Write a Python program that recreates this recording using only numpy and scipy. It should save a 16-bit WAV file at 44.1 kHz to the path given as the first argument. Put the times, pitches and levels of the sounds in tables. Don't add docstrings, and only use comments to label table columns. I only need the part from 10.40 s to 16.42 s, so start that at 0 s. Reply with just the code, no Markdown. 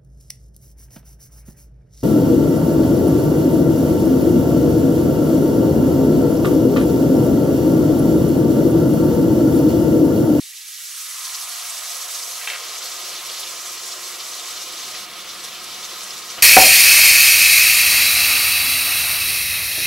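import sys
import numpy as np
from scipy import signal
from scipy.fft import rfft, irfft, next_fast_len
from scipy.io import wavfile
from scipy.ndimage import uniform_filter1d, map_coordinates

SR = 44100
rng = np.random.default_rng(int(sys.argv[2]) if len(sys.argv) > 2 else 0)


def how_loud(loudness_db):
    steps = np.asarray(loudness_db, float) / 20
    return 10 ** steps


def master_out(mix):
    frames = np.transpose(np.atleast_2d(mix))
    ceiling = np.clip(frames, -1, 1)
    pcm = np.round(ceiling * 32767).astype(np.int16)
    wavfile.write(sys.argv[1], SR, pcm)


N = 265614


def unit(x):
    return x / np.sqrt(np.mean(x ** 2) + 1e-20)


def along(points, hz):
    f, v = np.transpose(points)
    return np.interp(np.log(hz + 1), np.log(f + 1), v)


def curves(rows):
    s, *cols = np.transpose(rows)
    return [np.interp(np.arange(N) / SR, s, c) for c in cols]


def wobble(rate_hz):
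    return map_coordinates(rng.standard_normal(400), [np.arange(N) * min(rate_hz, 60) / SR])


def filtered(x, response):
    m = next_fast_len(N + SR // 2)
    return irfft(rfft(x, m) * response(np.fft.rfftfreq(m, 1 / SR)), m)[..., :N]


def bubbles(s, size, hz, cycles, rise):
    k = np.arange(260)
    turns = hz[:, None] * k / SR
    age = turns / cycles[:, None]
    envelope = size[:, None] * age * np.exp(1 - 3 * age)
    wave = envelope * np.sin(2 * np.pi * turns * (1 + rise * age / 2))
    at = (s * SR).astype(int)[:, None] + k
    return np.bincount(at.ravel(), wave.ravel(), N + SR)[:N]


# (time [s], strength [dB], brightness [dB/octave])
FILM = [(0, -40.5, -2), (0.25, -40, -0.5), (0.5, -37.5, 4), (0.8, -34.5, 2.5), (1.25, -33.5, 0.5),
        (1.9, -34, 3.5), (2.25, -34, -1), (2.5, -33, 1.5), (2.8, -32, -3), (3.3, -35, 6), (3.75, -34.5, 2),
        (4.1, -34, 1), (4.63, -33, -2), (4.67, -39, -4), (4.78, -37, -3), (5.35, -34.5, -5), (5.75, -35, 0),
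        (6.02, -34.5, -3.5)]
# (time [s], radius [mm])
LARGEST = [
    (0, 1.75),
    (.45, 2.21),
    (.72, 2.86),
    (.9, 4.46),
    (1.6, 6.3),
    (2.8, 10.3),
    (4, 12),
    (4.6, 18.5),
    (6.02, 17),
]
BELCH_S, BELCH_RISE_S, BELCH_FALL_S = 5.983, .006, 0.029
LANDED_S, LANDING_S = 2.16, .04


def boil():
    strength_db, brightness = curves(FILM)
    mm = curves(LARGEST)[0]
    s = np.arange(N) / SR
    belch = np.exp(-((s - BELCH_S) / np.where(s < BELCH_S, BELCH_RISE_S, BELCH_FALL_S)) ** 2)
    landed = (1 + np.tanh((s - LANDED_S) / LANDING_S)) / 2
    vapour = steam(s, strength_db, brightness, mm, belch, landed)
    return filtered(vapour + water(s, mm, belch, landed), pan_ring)


# (frequency [Hz], density [dB/Hz])
FIZZ_SPECTRUM = [(4500, -31), (6500, 1), (7300, -5), (8000, -0.5), (8900, 0), (11200, 1), (12500, -2),
                 (14000, -7), (15800, -10), (17000, -8)]
# (frequency [Hz], density [dB/Hz])
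HISS_SPECTRUM = [(1500, -60), (1900, -26), (2400, -12), (3200, -6), (3800, 2), (4300, -2), (5100, 0),
                 (5800, 1.5), (7000, -4), (8000, -7.5), (9000, -15.5), (12000, -28)]
FIZZ_DB, FIZZ_PER_BRIGHTNESS, LANDED_FIZZ_DB = 2, 0.35, -3
FIZZ_DB_PER_DOUBLING = -1.05
BELCH_STEAM_DB, BELCH_FIZZ_DB = -4.5, -7


def steam(s, strength_db, brightness, mm, belch, landed):
    def tilted(hz, t):
        tilt_db = np.interp(t, s, brightness) * np.log2((hz + 200) / 4600)
        return venting(hz, t) * how_loud(tilt_db)

    hiss_db = strength_db + BELCH_STEAM_DB * belch
    fizz_db = hiss_db + FIZZ_DB + FIZZ_PER_BRIGHTNESS * brightness
    fizz_db = fizz_db + FIZZ_DB_PER_DOUBLING * np.log2(mm)
    fizz_db = fizz_db + BELCH_FIZZ_DB * belch + LANDED_FIZZ_DB * landed
    fizz_grains = crackle(count=12000, hz=9950, cycles=2.4, spread_db=5.5)
    hiss_grains = crackle(count=6000, hz=4517, cycles=7.9, spread_db=2.0)
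    fizz = unit(puffs(FIZZ_SPECTRUM, fizz_grains, share=0.15, patchy_db=1.37, gain=venting))
    hiss = unit(puffs(HISS_SPECTRUM, hiss_grains, share=0.26, patchy_db=0.84, gain=tilted))
    flutter_db = 0.76 * wobble(45) + 0.5 * wobble(58)
    fizz = how_loud(fizz_db + 0.66 * flutter_db + 0.33 * wobble(30)) * fizz
    hiss = how_loud(hiss_db + 0.74 * flutter_db) * hiss
    return (fizz + hiss) * how_loud(0.57 * wobble(36))


# (frequency [Hz], density [dB/Hz])
BUBBLING_SPECTRUM = [(30, 14.5), (200, -11), (500, -6), (820, -8.5), (1200, -0.5), (1500, -7), (2300, -3),
                     (3200, -4), (5000, -19)]
# (frequency [Hz], density [dB/Hz])
GURGLE_SPECTRUM = [(25, -24), (60, -9), (95, -12), (125, 1.5), (160, -8), (200, -1), (300, -2), (450, -12),
                   (900, -50)]
BUBBLING_DB, SHALLOW_DB, SHALLOW_S = -35.5, -7, 0.68
GURGLE_DB, GURGLE_DB_PER_DOUBLING = -96.5, 9
OUTSIZE_DB, BREAKUP_DB, BREAKUP_MM, BREAKUP_SPREAD = -17, 13.5, 3.45, 0.67
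STIRRED_DB, STIRRED_S = 1.5, 0.92
BELCH_WATER_DB, BELCH_GURGLE_DB, BELCH_SWELL = 8, 9, 1


def water(s, mm, belch, landed):
    breakup = np.exp(-(np.log(mm / BREAKUP_MM) / BREAKUP_SPREAD) ** 2)
    outsize_db = OUTSIZE_DB + BREAKUP_DB * breakup

    def none_larger(hz, t):
        under = 3260 / np.interp(t, s, mm * (1 + BELCH_SWELL * belch)) / (hz + 1)
        outsize = how_loud(2 * np.interp(t, s, outsize_db)) / (1 + under ** 2.0)
        largest = 1 + 0.3 * np.exp(-(np.log(under * 1.06) / 0.19) ** 2)
        return venting(hz, t) * np.sqrt(largest / (1 + under ** 14) + outsize)

    bubbling_db = BUBBLING_DB + SHALLOW_DB * np.exp(-(s / SHALLOW_S) ** 2) + BELCH_WATER_DB * belch
    bubbling_db = bubbling_db + STIRRED_DB * landed * np.exp(-((s - LANDED_S) / STIRRED_S) ** 2)
    gurgle_db = GURGLE_DB + GURGLE_DB_PER_DOUBLING * np.log2(mm) + BELCH_GURGLE_DB * belch
    grains = crackle(count=4000, hz=1626, cycles=4.96, spread_db=1.0)
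    bubbling = puffs(BUBBLING_SPECTRUM, grains, share=0.076, patchy_db=0.64, gain=none_larger)
    noise = rng.standard_normal((2, N))
    gurgle = unit(filtered(noise, lambda hz: how_loud(along(GURGLE_SPECTRUM, hz))))
    return how_loud(bubbling_db) * bubbling + how_loud(gurgle_db) * gurgle


def crackle(count, hz, cycles, spread_db):
    u, g = rng.random((count, 2)), rng.standard_normal(count)
    size = how_loud(-spread_db * np.log(u[:, 1] + 0.024))
    pitch_hz = np.clip(hz * np.exp(0.346 * g), 300, 15000)
    return unit(bubbles(u[:, 0] * N / SR, size, pitch_hz, np.full(count, cycles), rise=0.21))


def puffs(spectrum, grains, share, patchy_db, gain):
    hz, t, z = signal.stft(rng.standard_normal((2, N)), SR, nperseg=512)
    patches = uniform_filter1d(rng.standard_normal(z.shape[1:]), size=12, axis=0)
    patches = uniform_filter1d(patches, size=3, axis=1)
    heard = signal.stft(grains, SR, nperseg=512)[2]
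    power = uniform_filter1d(np.mean(abs(heard) ** 2, 1), size=9)
    heard = heard / np.sqrt(power + 1e-9)[:, None]
    heard = heard * np.sqrt(np.mean(abs(z) ** 2))
    share = np.clip(share, 0, 1)
    z[0] = np.sqrt(1 - share) * z[0] + np.sqrt(share) * heard
    z = z * how_loud(along(spectrum, hz))[:, None] * how_loud(patchy_db * unit(patches))
    z = z / np.sqrt(np.mean(abs(z) ** 2)) * gain(hz[:, None], t)
    return signal.istft(z, SR, nperseg=512)[1][:, :N] / np.sqrt(len(hz))


# (time [s], centre [Hz], swell [dB])
POCKETS = [(0.653, 14060, 5), (0.852, 6330, 6), (0.948, 5330, 10), (1.297, 8150, 7), (1.421, 4330, -3),
           (1.616, 6000, 5), (1.672, 5710, -6), (1.75, 5710, 7), (1.834, 5910, 7.5), (2.403, 11420, -6),
           (2.426, 3820, 7), (2.504, 3400, -4), (2.772, 3390, 4), (2.826, 4900, -8), (3.001, 11820, 7.5),
           (3.37, 9270, -6), (3.526, 5330, 5.5), (3.773, 6790, -8), (3.811, 3280, 6.5), (4.109, 8300, 4.5),
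           (4.18, 3900, 6), (4.378, 4480, 4.5), (4.552, 2240, 6), (4.903, 4480, 6), (5.045, 8360, 10),
           (5.242, 9940, 7), (5.41, 7030, 6), (5.448, 6120, 10.5), (5.635, 8300, 8), (5.869, 2570, -8)]
# (time [s], centre [Hz], swell [dB], half length [s])
SMOTHER = (4.7, 6100, -5, .045)
POP_PUFF_S, POP_PUFF_DB, POP_PUFF_GROWS = 0.0042, 8.5, 0.21
PUFF_HALF_S = 0.0099


def venting(hz, t):
    octave = np.log2((hz + 50) / 4800)
    swell_db = np.zeros((len(hz), len(t)))
    after_bursts = [(s + POP_PUFF_S, pitch, POP_PUFF_DB + POP_PUFF_GROWS * db) for s, db, pitch in BURSTS]
    events = [(*puff, PUFF_HALF_S) for puff in POCKETS + after_bursts] + [SMOTHER]
    for s, centre_hz, db, half_s in events:
        near = abs(t - s) < .12
        across = np.exp(-(np.log2((hz + 50) / centre_hz) / 0.54) ** 2)
        swell_db[:, near] += db * across * np.exp(-((t[near] - s - 0.0032 * octave) / half_s) ** 2)
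    return how_loud(0.76 * swell_db)


# (frequency [Hz], width [Hz], gain [dB])
PAN_MODES = [(194, 35, 4), (364, 51, 5), (469, 24, 5.5), (518, 16, 5.5), (618, 19, 4.5), (691, 38, 5),
             (731, 28, 8), (939, 17, 1.5), (1051, 26, 6.5), (1250.5, 16, 6.5), (1284, 32, 5.5),
             (1415, 40, 4), (1613, 25, 6), (1740, 22, 9), (1865, 25, 6.5), (1934, 25, 6.5), (2120, 57, -3),
             (2198, 32, 5), (2320, 37, 0), (2450, 19, 6.5), (2800, 13, -4), (2848, 24, 5.5), (3090, 28, 7),
             (3425, 20, 6), (3630, 33, 0.5), (3770, 28, -9.5), (4270, 42, 7), (4500, 36, 6), (4970, 20, 5),
             (7890, 350, 3.5)]
# (frequency [Hz], width [Hz], gain [dB])
CANCELLATIONS = [(98, 11, -0.5), (168, 20, -4.5), (251.5, 27, -7.5), (281, 15, -6), (430, 18.6, -12),
                 (491, 16, -8.5), (580, 13, -4.5), (640, 16, -5), (806, 33, -5), (970, 13, -3.5),
                 (1477, 92, -2), (1703, 72, -6.5), (1854, 37, -8), (2483, 32, -13.5)]


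def pan_ring(hz):
    return how_loud(sum(db / (1 + (2 * (hz - c) / w) ** 2) for c, w, db in PAN_MODES + CANCELLATIONS))


# (time [s], peak [dB], pitch [Hz], t60 [s])
HITS = [
    (2.0123, -25, 1980, 0.036),
    (2.0744, -9.5, 2400, 0.011),
    (2.1013, -11.5, 2280, 0.018),
    (2.134, -17.5, 2090, 0.02),
]
# (frequency [Hz], level [dB], t60 [s])
RIM_MODES = [(1623, -13, 0.096), (2660, -9.5, 0.1), (3147, -12, 0.18), (3700, -9.5, 0.047)]


def ingot():
    hits, t = np.zeros(N + SR), np.arange(SR // 8) / SR
    for s, db, hz, t60 in HITS:
        clank = np.sin(2 * np.pi * hz * t) * how_loud(-60 * t / t60)
        rim = sum(how_loud(level_db - 60 * t / life_s) * np.sin(2 * np.pi * rim_hz * t)
                  for rim_hz, level_db, life_s in RIM_MODES)
        crack = .5 * how_loud(-60 * t / 0.0078) * rng.standard_normal(len(t))
        hits[round(s * SR):][:len(t)] -= how_loud(db - 5.5) * (clank + rim + crack)
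    damped = filtered(hits[:N], lambda hz: (1j * hz / (900 + 1j * hz) / (1 + 1j * hz / 5000)) ** 2)
    # (frequency [Hz], density [dB/Hz])
    slide = [(300, -33), (600, -1.5), (1000, -4), (1600, 4.0), (2300, 6), (3100, -1), (4500, -2.5), (8000, -42)]
    rough = rng.standard_normal(N) * how_loud(wobble(55))
    grind = filtered(rough, lambda hz: how_loud(along(slide, hz)) * pan_ring(hz))
    return 1.53 * damped + skids() * unit(grind)


SKID_DB, SKID_PER_KNOCK = -26, 0.35
SKID_RISE_S, SKID_HOLD_S, SKID_FADE_DB_PER_S = .004, .024, 420


def skids():
    s, db = np.transpose(HITS)[:2, :, None]
    age_s = np.arange(N) / SR - s
    fade_db = SKID_FADE_DB_PER_S * np.clip(age_s - SKID_HOLD_S, 0, 1)
    level = how_loud(SKID_DB + SKID_PER_KNOCK * db - fade_db)
    return np.max(level * np.clip(age_s / SKID_RISE_S, 0, 1), axis=0)


# (time [s], peak [dB], pitch [Hz])
BURSTS = [(0.8504, -26, 4140), (1.3784, -14, 5970), (1.5144, -11, 5300), (1.7913, -14, 5360),
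          (2.3794, -16, 5940), (2.6204, -27, 4500), (2.8964, -12, 3270), (2.971, -15, 3640),
          (3.0315, -11, 3500), (3.069, -18, 3500), (4.0033, -23, 3630), (4.4504, -26, 3360),
          (5.0494, -24, 3380), (5.1544, -27, 3060), (5.706, -9, 5030), (5.902, -15, 5810)]


def pops():
    s, db, hz = np.transpose(BURSTS)
    return bubbles(s, how_loud(db - 5.0), hz, cycles=np.full(len(s), 15.), rise=0.064)


# (time [s], strength [dB])
COLLAPSES = [(0.3347, -16), (0.6652, -13), (1.097, -12), (1.5575, -12), (2.3826, -10), (2.6712, -12),
             (3.054, -12), (3.6767, -12), (3.9899, -11), (4.7366, -15), (5.0511, -9), (5.2419, -11),
             (5.7078, -11), (5.9034, -10)]


def snaps():
    s, db = np.transpose(COLLAPSES)
    return bubbles(s, how_loud(db), hz=np.full(len(s), 5200.), cycles=np.full(len(s), 2.3), rise=0.1)


# (frequency [Hz], correlation [0-1])
LIKENESS = [(60, .9995), (290, .998), (640, 0.98), (1400, 0.955), (2200, .915), (3100, 0.93), (4000, 0.93),
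            (5000, 0.82), (7000, 0.68), (10000, 0.6), (12000, 0.24), (13500, 0.52), (15500, 0.69)]
# (frequency [Hz], difference [dB])
LEVEL_LEAN = [(200, 0), (640, -0.8), (1400, -0.7), (3100, 0), (5500, 0), (8000, -1.5), (11000, -7),
              (13000, -2.5), (15500, -2)]
# (frequency [Hz], phase [rad])
PHASE_LEAD = [(300, 0), (4100, -0.44), (5000, -0.23), (6700, 0.42), (8300, -1.3), (11400, -1.04),
              (12400, -0.16), (16000, -0.18)]


def ports(direct, scattered):
    side = np.array([[1], [-1]])

    def turn(hz):
        return np.arccos(np.clip(along(LIKENESS, hz), 0, 1)) / 2

    def aim(hz):
        return how_loud(side * along(LEVEL_LEAN, hz) / 2) * np.exp(side * .5j * along(PHASE_LEAD, hz))

    common = filtered(direct, lambda hz: aim(hz) * np.cos(turn(hz)))
    opposed = filtered(scattered, lambda hz: side * aim(hz) * np.sin(turn(hz)))
    return common + opposed


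def walls(x):
    t = np.arange(SR // 5) / SR
    tail = rng.standard_normal((2, len(t))) * how_loud(-60 * t / 0.18) * (t > .003)
    tail = signal.sosfilt(signal.butter(4, 4200, "high", fs=SR, output="sos"), tail)
    return signal.fftconvolve(x, tail / np.linalg.norm(tail[0]), axes=1)[:, :N]


# (frequency [Hz], density [dB/Hz])
RUMBLE = [(15, -22), (30, -24), (64, 2), (100, -4), (160, -24), (250, -18), (900, -11), (1200, -35)]


def distance():
    return how_loud(-77.5) * unit(filtered(rng.standard_normal(N), lambda hz: how_loud(along(RUMBLE, hz))))


def scene():
    direct, scattered = boil()
    solid = ingot() + pops() + snaps()
    near = ports(direct + solid, scattered + .5 * np.roll(solid, 180))
    return near + how_loud(-11.5) * walls(near) + distance()


def low_pass(x):
    return signal.sosfilt(signal.butter(12, 16800, fs=SR, output="sos"), x)


def record(dry):
    mix = filtered(dry, lambda hz: hz < 15780)
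    return low_pass(mix)


dry = scene()
out = record(dry)
master_out(out)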